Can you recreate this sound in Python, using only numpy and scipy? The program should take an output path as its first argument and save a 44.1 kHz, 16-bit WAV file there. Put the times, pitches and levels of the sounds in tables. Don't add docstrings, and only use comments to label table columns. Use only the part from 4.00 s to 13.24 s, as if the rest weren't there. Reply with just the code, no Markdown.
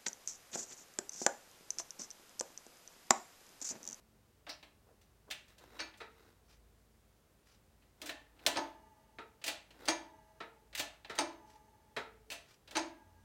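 import sys
import numpy as np
from scipy import signal
from scipy.fft import rfft, irfft, next_fast_len
from scipy.io import wavfile
from scipy.ndimage import map_coordinates

SR = 44100
rng = np.random.default_rng(int(sys.argv[2]) if len(sys.argv) > 2 else 0)


def generate_wav(sig):
    pcm = np.round(np.clip(np.atleast_2d(sig).T, -1, 1) * 32767).astype(np.int16)
    wavfile.write(sys.argv[1], SR, pcm)


N = 407484
TIME = np.arange(N) / SR
AFTER = TIME[:SR]


def amp(db):
    return 10 ** (np.asarray(db) / 20)


def unit(x):
    return x / np.sqrt(np.mean(x ** 2) + 1e-20)


def fade(t, t60):
    return np.exp(-np.log(1000) * t / t60)


def along(points, hz):
    f, v = np.transpose(points)
    return np.interp(np.log(hz + 1), np.log(f + 1), v)


def wobble(rate, size):
    knots = rng.standard_normal(int(size * rate / SR) + 4)
    return map_coordinates(knots, [np.arange(size) * rate / SR])


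def coloured(x, spectrum, ripple_db=0):
    size = 2 * next_fast_len(len(x) // 2 + 4096)
    hz = np.fft.rfftfreq(size, 1 / SR)
    ripple = map_coordinates(rng.standard_normal(400), [hz / 60]) * hz / (hz + 600)
    gain = amp(along(spectrum, hz) + ripple_db * ripple)
    cepstrum = irfft(np.log(gain + 1e-6))
    cepstrum[1:size // 2] *= 2
    cepstrum[size // 2 + 1:] = 0
    return irfft(rfft(x, size) * np.exp(rfft(cepstrum)))[:len(x)]


def registers(x):
    edges = [(1200, "lowpass"), ([1200, 5000], "bandpass"), (5000, "highpass")]
    filters = [signal.butter(4, hz, kind, fs=SR, output="sos") for hz, kind in edges]
    return [signal.sosfilt(sos, x) for sos in filters]


def add(track, s, sound):
    room_left = track[round(s * SR):]
    room_left[:len(sound)] += sound[:len(room_left)]


def swell(middle, length):
    return np.exp(-2 * ((TIME - middle) / length) ** 2)


# frequency in Hz, time to fall 60 dB in seconds.
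GARAGE_DECAY = [(150, 0.37), (300, 0.3), (800, 0.42), (2500, 0.4), (5000, 0.31), (8000, 0.3), (14000, 0.19)]


def garage_tail():
    hz, t, z = signal.stft(rng.standard_normal(SR), SR, nperseg=256)
    decay = fade(t, along(GARAGE_DECAY, hz)[:, None])
    return signal.istft(z * decay, SR, nperseg=256)[1][:SR]


def ring(modes, t, t60, damping, scatter_db):
    hz, db = np.transpose(modes)
    gain = amp(db - db.max() + scatter_db * rng.standard_normal(len(hz)))
    phase = rng.uniform(0, 2 * np.pi, (len(hz), 1))
    life = t60 * (hz / 1000) ** -damping
    return gain @ (np.sin(2 * np.pi * hz[:, None] * t + phase) * fade(t, life[:, None]))


def strength(x):
    return np.sqrt(np.mean(x[:SR // 50] ** 2))


def contacts(rows, colour, modes, impact_db, crack_t60, snap_db, room_db, ring_db, ring_t60, damping, ripple_db):
    track = np.zeros(N)
    for s, db, thump, sparkle, rise in rows:
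        decay = fade(AFTER, crack_t60) + amp(snap_db) * fade(AFTER, 0.032)
        crack = rng.standard_normal(SR) * decay
        crack[SR // 1000] += amp(impact_db)
        blow = coloured(crack + amp(room_db) * garage_tail(), colour, ripple_db)
        struck = ring(modes, AFTER, ring_t60, damping, scatter_db=-0.5)
        blow = blow / strength(blow) + amp(ring_db) * struck
        low, body, high = registers(blow * (1 - np.exp(-AFTER / max(rise, 1e-4))))
        low = low * (1 - np.exp(-AFTER / 0.0055))
        for part, rel in ((low, thump), (body, 0), (high, sparkle)):
            add(track, s, amp(db + rel) * part / strength(part))
    return track


# frequency in Hz, relative level in dB per Hz.
AIR_COLOUR = [(20, -40.5), (35, -14), (48, -13), (70, -6), (130, -11), (250, -17.5), (400, -17), (700, -22),
              (1500, -27.5), (3000, -32), (9000, -35), (16000, -37.5)]
# frequency in Hz, level in dB before the lift that follows.
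HUM_TONES = [(53.8, -75), (220.7, -84.5)]


def background(air_db, hum_lift_db, waver):
    air = unit(coloured(rng.standard_normal(N), AIR_COLOUR))
    hum = np.zeros(N)
    for hz, db in HUM_TONES:
        drift = waver * wobble(3.3, size=N)
        level = amp(3.2 * wobble(6, size=N))
        hum += amp(db) * unit(np.sin(2 * np.pi * hz * TIME + drift) * level)
    return amp(air_db) * air + amp(hum_lift_db) * hum


# middle in seconds, length in seconds, frequency in Hz, level in dB.
FLOOR_RUMBLES = [(8.228, 0.09, 85, -77), (8.683, 0.036, 90, -69), (9.162, 0.16, 89.7, -66)]


def rumbles():
    track = np.zeros(N)
    for s, length, hz, db in FLOOR_RUMBLES:
        tone = np.sin(2 * np.pi * hz * TIME + wobble(17, size=N))
        track += amp(db) * swell(s, length) * unit(tone)
    return track


# middle in seconds, length in seconds, level in dB.
SLEEVE_SWISHES = [(2.518, 0.064, -67.5), (3.515, 0.069, -66), (7.523, 0.078, -68), (8.512, 0.063, -66.5)]
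# frequency in Hz, relative level in dB per Hz.
CLOTH_COLOUR = [(200, -14), (1000, -5), (2500, -10.5), (5500, -8.5), (9000, -20), (16000, -28.5)]


def sleeve(grain_db):
    catches = rng.standard_normal(N) * amp(grain_db * wobble(180, size=N))
    strokes = sum(amp(db) * swell(s, length) for s, length, db in SLEEVE_SWISHES)
    return unit(coloured(catches, CLOTH_COLOUR, ripple_db=4)) * strokes


# middle in seconds, length in seconds, level in dB, groan in dB against it.
LINKAGE_RUBS = [(.9, 0.063, -89, 21), (1.289, 0.024, -82.5, 21.5), (1.514, 0.055, -70.5, -8),
                (1.635, .06, -68, 4), (2.223, 0.18, -71.5, 0.5), (4.073, 0.073, -59, 2)]
# frequency in Hz, relative level in dB per Hz.
SCRAPE_COLOUR = [(100, -21), (300, 11.5), (900, 3), (1500, -1), (4500, -9.5), (8000, -16.5), (11000, -20),
                 (13300, -14), (16000, -23.5)]
SLIDE_DB, SLIDE_GROAN_DB, SLIDE_LEAD_S = -62, 3.5, 0.015


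def rubbing(grain_db):
    slips = rng.standard_normal(N) * amp(grain_db * wobble(400, size=N))
    low, body, high = registers(coloured(slips, SCRAPE_COLOUR, ripple_db=3.0))
    slides = [(s - SLIDE_LEAD_S, length, SLIDE_DB, SLIDE_GROAN_DB) for s, *_, length in STOP_CLACKS]
    scrape, groan = np.zeros(N), np.zeros(N)
    for s, length, db, groan_db in LINKAGE_RUBS + slides:
        stroke = amp(db) * swell(s, length)
        scrape += stroke
        groan += amp(groan_db) * stroke
    return scrape * unit(body + high) + groan * unit(low)


# start in seconds, frame level in dB, springs level in dB.
PRESS_JOLTS = [(4.02, -50, -83.5), (4.47, -48.5, -63.5), (5.884, -51.5, -64), (7.187, -56, -64),
               (8.768, -45, -69.5)]
# frequency in Hz, relative level in dB.
SPRING_MODES = [(217, -11), (287, -11.5), (419, -7), (643, -6), (848, -1), (864, -5), (883, -1),
                (911, -4.5), (976, -10.5), (1205, -11.5), (1323, -20.5), (1631, -13.5), (1723, -12.5),
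                (1965, -14.5), (2213, -20), (2891, -18), (6317, -17.5), (11919, -26.5)]


def springs(t60, detune, flutter_db):
    track, t = np.zeros(N), TIME[:2 * SR]
    for s, _, db in PRESS_JOLTS:
        for tuning, rel in ((1 - detune, 0), (1 + detune, -4)):
            song = ring(np.array(SPRING_MODES) * [tuning, 1], t, t60, damping=0.071, scatter_db=-2.5)
            flutter = amp(flutter_db * wobble(49, size=len(t)))
            add(track, s, amp(db + rel) * song * flutter * (1 - np.exp(-t / 0.02)))
    return track


# frequency in Hz, width in Hz, level in dB against the blow, time to fall 60 dB in seconds.
LEVER_CLUSTERS = [(438, 25.6, -21.5, 1.9), (1322, 170, -1.5, 0.32), (1910, 380, -9.5, 0.24)]
FRAME_CLUSTERS = [(293.3, 71, -1, .55)]
SPRING_CLUSTERS = [(870, 70, 2, 2.4), (973, 72, 13, .7)]
# start in seconds, frequency in Hz, width in Hz, level in dB, time to fall 60 dB in seconds.
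FREE_PARTS = [(.466, 1220, 950, -53, 0.3), (.492, 4870, 2200, -45, .22), (1.311, 2860, 1600, -48.5, .22),
              (1.803, 4470, 100, -46.5, 0.25), (4.089, 1790, 160, -49, .39),
              (8.304, 2660, 740, -47.5, 0.26), (8.769, 1635, 9, -69, 2)]


def zings():
    blows = [(s, db, LEVER_CLUSTERS) for s, db, *_ in LOAD_KNOCKS]
    for s, frame_db, springs_db in PRESS_JOLTS:
        blows += [(s, frame_db, FRAME_CLUSTERS), (s, springs_db, SPRING_CLUSTERS)]
    clusters = [(s, hz, width, db + rel, t60) for s, db, song in blows for hz, width, rel, t60 in song]
    track = np.zeros(N)
    for s, hz, width, db, t60 in clusters + FREE_PARTS:
        beating = wobble(width, size=SR) + 1j * wobble(width, size=SR)
        tone = unit(np.real(beating * np.exp(2j * np.pi * hz * AFTER)))
        add(track, s, amp(db) * tone * fade(AFTER, t60) * (1 - np.exp(-AFTER / 0.002)))
    return track


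# start in seconds, level in dB, sparkle in dB against it, rise in seconds.
LOAD_KNOCKS = [(2.002, -50.5, -15.5, 0.0046), (5.185, -51, -19.5, .0002), (6.403, -49, -18, .0008),
               (7.096, -47.5, -10.5, .001), (7.9639, -41, -13.5, 0.0012)]
# frequency in Hz, relative level in dB per Hz.
KNOCK_TONE = [(40, -39.5), (100, -9), (200, -5), (300, 4), (450, 5), (900, -3), (1070, -6), (1350, -8.5),
              (2000, -5.5), (3100, -14), (3800, -14), (4800, -22.5), (8000, -30.5), (16000, -47)]
# frequency in Hz, relative level in dB.
LEVER_MODES = [(320, -2), (452, 9), (686, 2.5), (848, 3.5), (923, 7), (1273, 0), (1373, -9.5),
               (1421, -25.5), (1739, 2), (1992, -2.5), (2509, 1), (3674, -14.5), (3868, 0.5), (4062, -11.5)]
KNOCK_THUMP_DB = -1.5


def knocks():
    rows = [(s, db, KNOCK_THUMP_DB, sparkle, rise) for s, db, sparkle, rise in LOAD_KNOCKS]
    return contacts(rows, KNOCK_TONE, LEVER_MODES, impact_db=7.5, crack_t60=0.15, snap_db=-18.0,
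                    room_db=-7.0, ring_db=-8, ring_t60=0.38, damping=0.35, ripple_db=1.5)


# start in seconds, crossing time in seconds,
# leaving level, its thump and its sparkle in dB, then seating level, its thump and its sparkle in dB
PIN_RATTLES = [(.466, .0255, -56.5, 0, -16, -52, -7, -4.5), (1.302, 0.0065, -58, -1.5, -3, -43.5, -16, -5),
               (4.016, 0.076, -51.5, -6.5, -0.5, -44, -6, -10), (5.44, 0.038, -45, -10, -1, -39, -8, -3),
               (6.75, .044, -44.5, -20, -2.5, -40, -5, -0.5),
               (8.3015, .0215, -49.5, -10, -3, -57.5, -1.5, 1.5)]
# start in seconds, level in dB, sparkle in dB against it.
LINKAGE_SNAPS = [(.627, -58.5, -12.5), (1.012, -75.5, 1.5), (1.48, -74, 3), (1.581, -68, 2),
                 (1.938, -64, -18), (1.973, -72, 4.5), (3.82, -74.5, -19), (4.39, -66.5, -14.5),
                 (4.4635, -31.5, 0), (5.415, -62.5, -11), (5.705, -63, -9), (5.854, -58.5, 3.5),
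                 (6.728, -59.5, -12), (7.046, -54, -21), (7.152, -57.5, -2), (8.675, -60.5, -8),
                 (8.709, -56.5, -3)]
# frequency in Hz, relative level in dB per Hz.
CLINK_TONE = [(40, -43.5), (100, -16), (200, -17.5), (290, -2.5), (420, -10), (620, -1), (1150, -9.5),
              (1800, -2), (2700, 2.5), (4000, -2), (5500, -9.5), (8000, -11), (11000, -18), (16000, -18.5)]
# frequency in Hz, relative level in dB.
LINKAGE_MODES = [(291, -10), (611, -6.5), (684, -8.5), (840, -6.5), (1750, -3), (1951, -5.5), (2678, -2),
                 (2716, -4.5), (3970, -6.5), (5461, -20.5), (6124, -11), (9286, -14.5), (12522, -21.5)]
LEAVE_RISE_S, SEAT_RISE_S = .001, .002
CHATTER_SHARE, CHATTER_DB, CHATTER_BRIGHT_DB, CHATTER_RISE_S = .54, -1.5, 3, .008
SNAP_THUMP_DB, SNAP_RISE_S, SNAP_REF_DB, SNAP_QUICKEN_DB = -5, .0015, -55.5, 46.5


def clinks():
    rows = []
    for s, crossing, leave, leave_thump, leave_sparkle, seat, seat_thump, seat_sparkle in PIN_RATTLES:
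        chatter_thump = (leave_thump + seat_thump) / 2
        chatter_sparkle = leave_sparkle + CHATTER_BRIGHT_DB
        rows += [(s, leave, leave_thump, leave_sparkle, LEAVE_RISE_S),
                 (s + CHATTER_SHARE * crossing, leave + CHATTER_DB, chatter_thump, chatter_sparkle, CHATTER_RISE_S),
                 (s + crossing, seat, seat_thump, seat_sparkle, SEAT_RISE_S)]
    for s, db, sparkle in LINKAGE_SNAPS:
        rise = SNAP_RISE_S * 10 ** ((SNAP_REF_DB - db) / SNAP_QUICKEN_DB)
        rows.append((s, db, SNAP_THUMP_DB, sparkle, rise))
    return contacts(rows, CLINK_TONE, LINKAGE_MODES, impact_db=20.0, crack_t60=0.11, snap_db=4.0,
                    room_db=-5.5, ring_db=-15, ring_t60=0.34, damping=.08, ripple_db=2.5)


# start in seconds, level in dB, thump and sparkle in dB against it,
# how much earlier the lever grazes the stop in seconds, that graze in dB against the level,
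# length of the slide before it in seconds.
STOP_CLACKS = [(1.802, -46, -7, -8, .011, 2, 0.11), (4.57, -41, 5, -6.5, .014, -2, 0.2),
               (5.884, -34.5, -1, -0.5, .007, -6.5, 0.14), (7.1873, -36.5, 1.5, 0, 0.009, -10.5, 0.025),
               (8.768, -38.5, .5, -1.5, .016, -1, .04)]
# frequency in Hz, relative level in dB per Hz.
CLACK_TONE = [(40, -54.5), (100, -23.5), (215, -24), (285, -4.5), (420, -13), (620, -7), (900, -6),
              (1120, -14.5), (1800, -11.5), (3000, -14.5), (6400, -16.5), (7400, -26.5), (9000, -19.5),
              (11000, -41)]
# frequency in Hz, relative level in dB.
FRAME_MODES = [(285, -9.5), (320, 1.5), (339, 1), (595, -2.5), (638, -5.5), (686, -5.5), (845, -20),
               (883, 4), (982, -5.5), (1270, -6), (1370, -21.5), (1747, -2.5), (1954, -5.5), (2358, 0.5),
               (2719, -8.5), (3305, -18), (3854, -7.5), (4352, -24.5), (6070, -16), (6320, -9.5),
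               (6514, 0.5), (9022, -23), (9122, -20.5)]
GRAZE_DULL_DB, GRAZE_RISE_SHARE = 9.5, 0.34
BOUNCE_S, BOUNCE_LOSS_DB, HARD_RISE_S = .02, 10.5, .0002


def clacks():
    rows = []
    for s, db, thump, sparkle, lead, graze, _ in STOP_CLACKS:
        rows += [(s - lead, db + graze, thump - 3, sparkle - GRAZE_DULL_DB, GRAZE_RISE_SHARE * lead),
                 (s, db, thump, sparkle, HARD_RISE_S),
                 (s + BOUNCE_S, db - BOUNCE_LOSS_DB, thump, sparkle - 4, HARD_RISE_S)]
    return contacts(rows, CLACK_TONE, FRAME_MODES, impact_db=20.5, crack_t60=0.09, snap_db=-3.5,
                    room_db=-9, ring_db=-9.5, ring_t60=0.36, damping=0.21, ripple_db=3.5)


def scene():
    garage = background(air_db=-69.67, hum_lift_db=1.5, waver=.4) + rumbles()
    arm = sleeve(grain_db=3.5)
    ringing = springs(t60=2.74, detune=0.0039, flutter_db=1.5) + zings()
    press = rubbing(grain_db=3.0) + ringing + knocks() + clinks() + clacks()
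    return (garage + arm + press)[None]


TOP_HZ = 16100


def record(dry):
    size = next_fast_len(N + SR // 2)
    kept = np.fft.rfftfreq(size, 1 / SR) < TOP_HZ
    return irfft(rfft(dry, size) * kept, size)[..., :N]


dry = scene()
out = record(dry)
generate_wav(out)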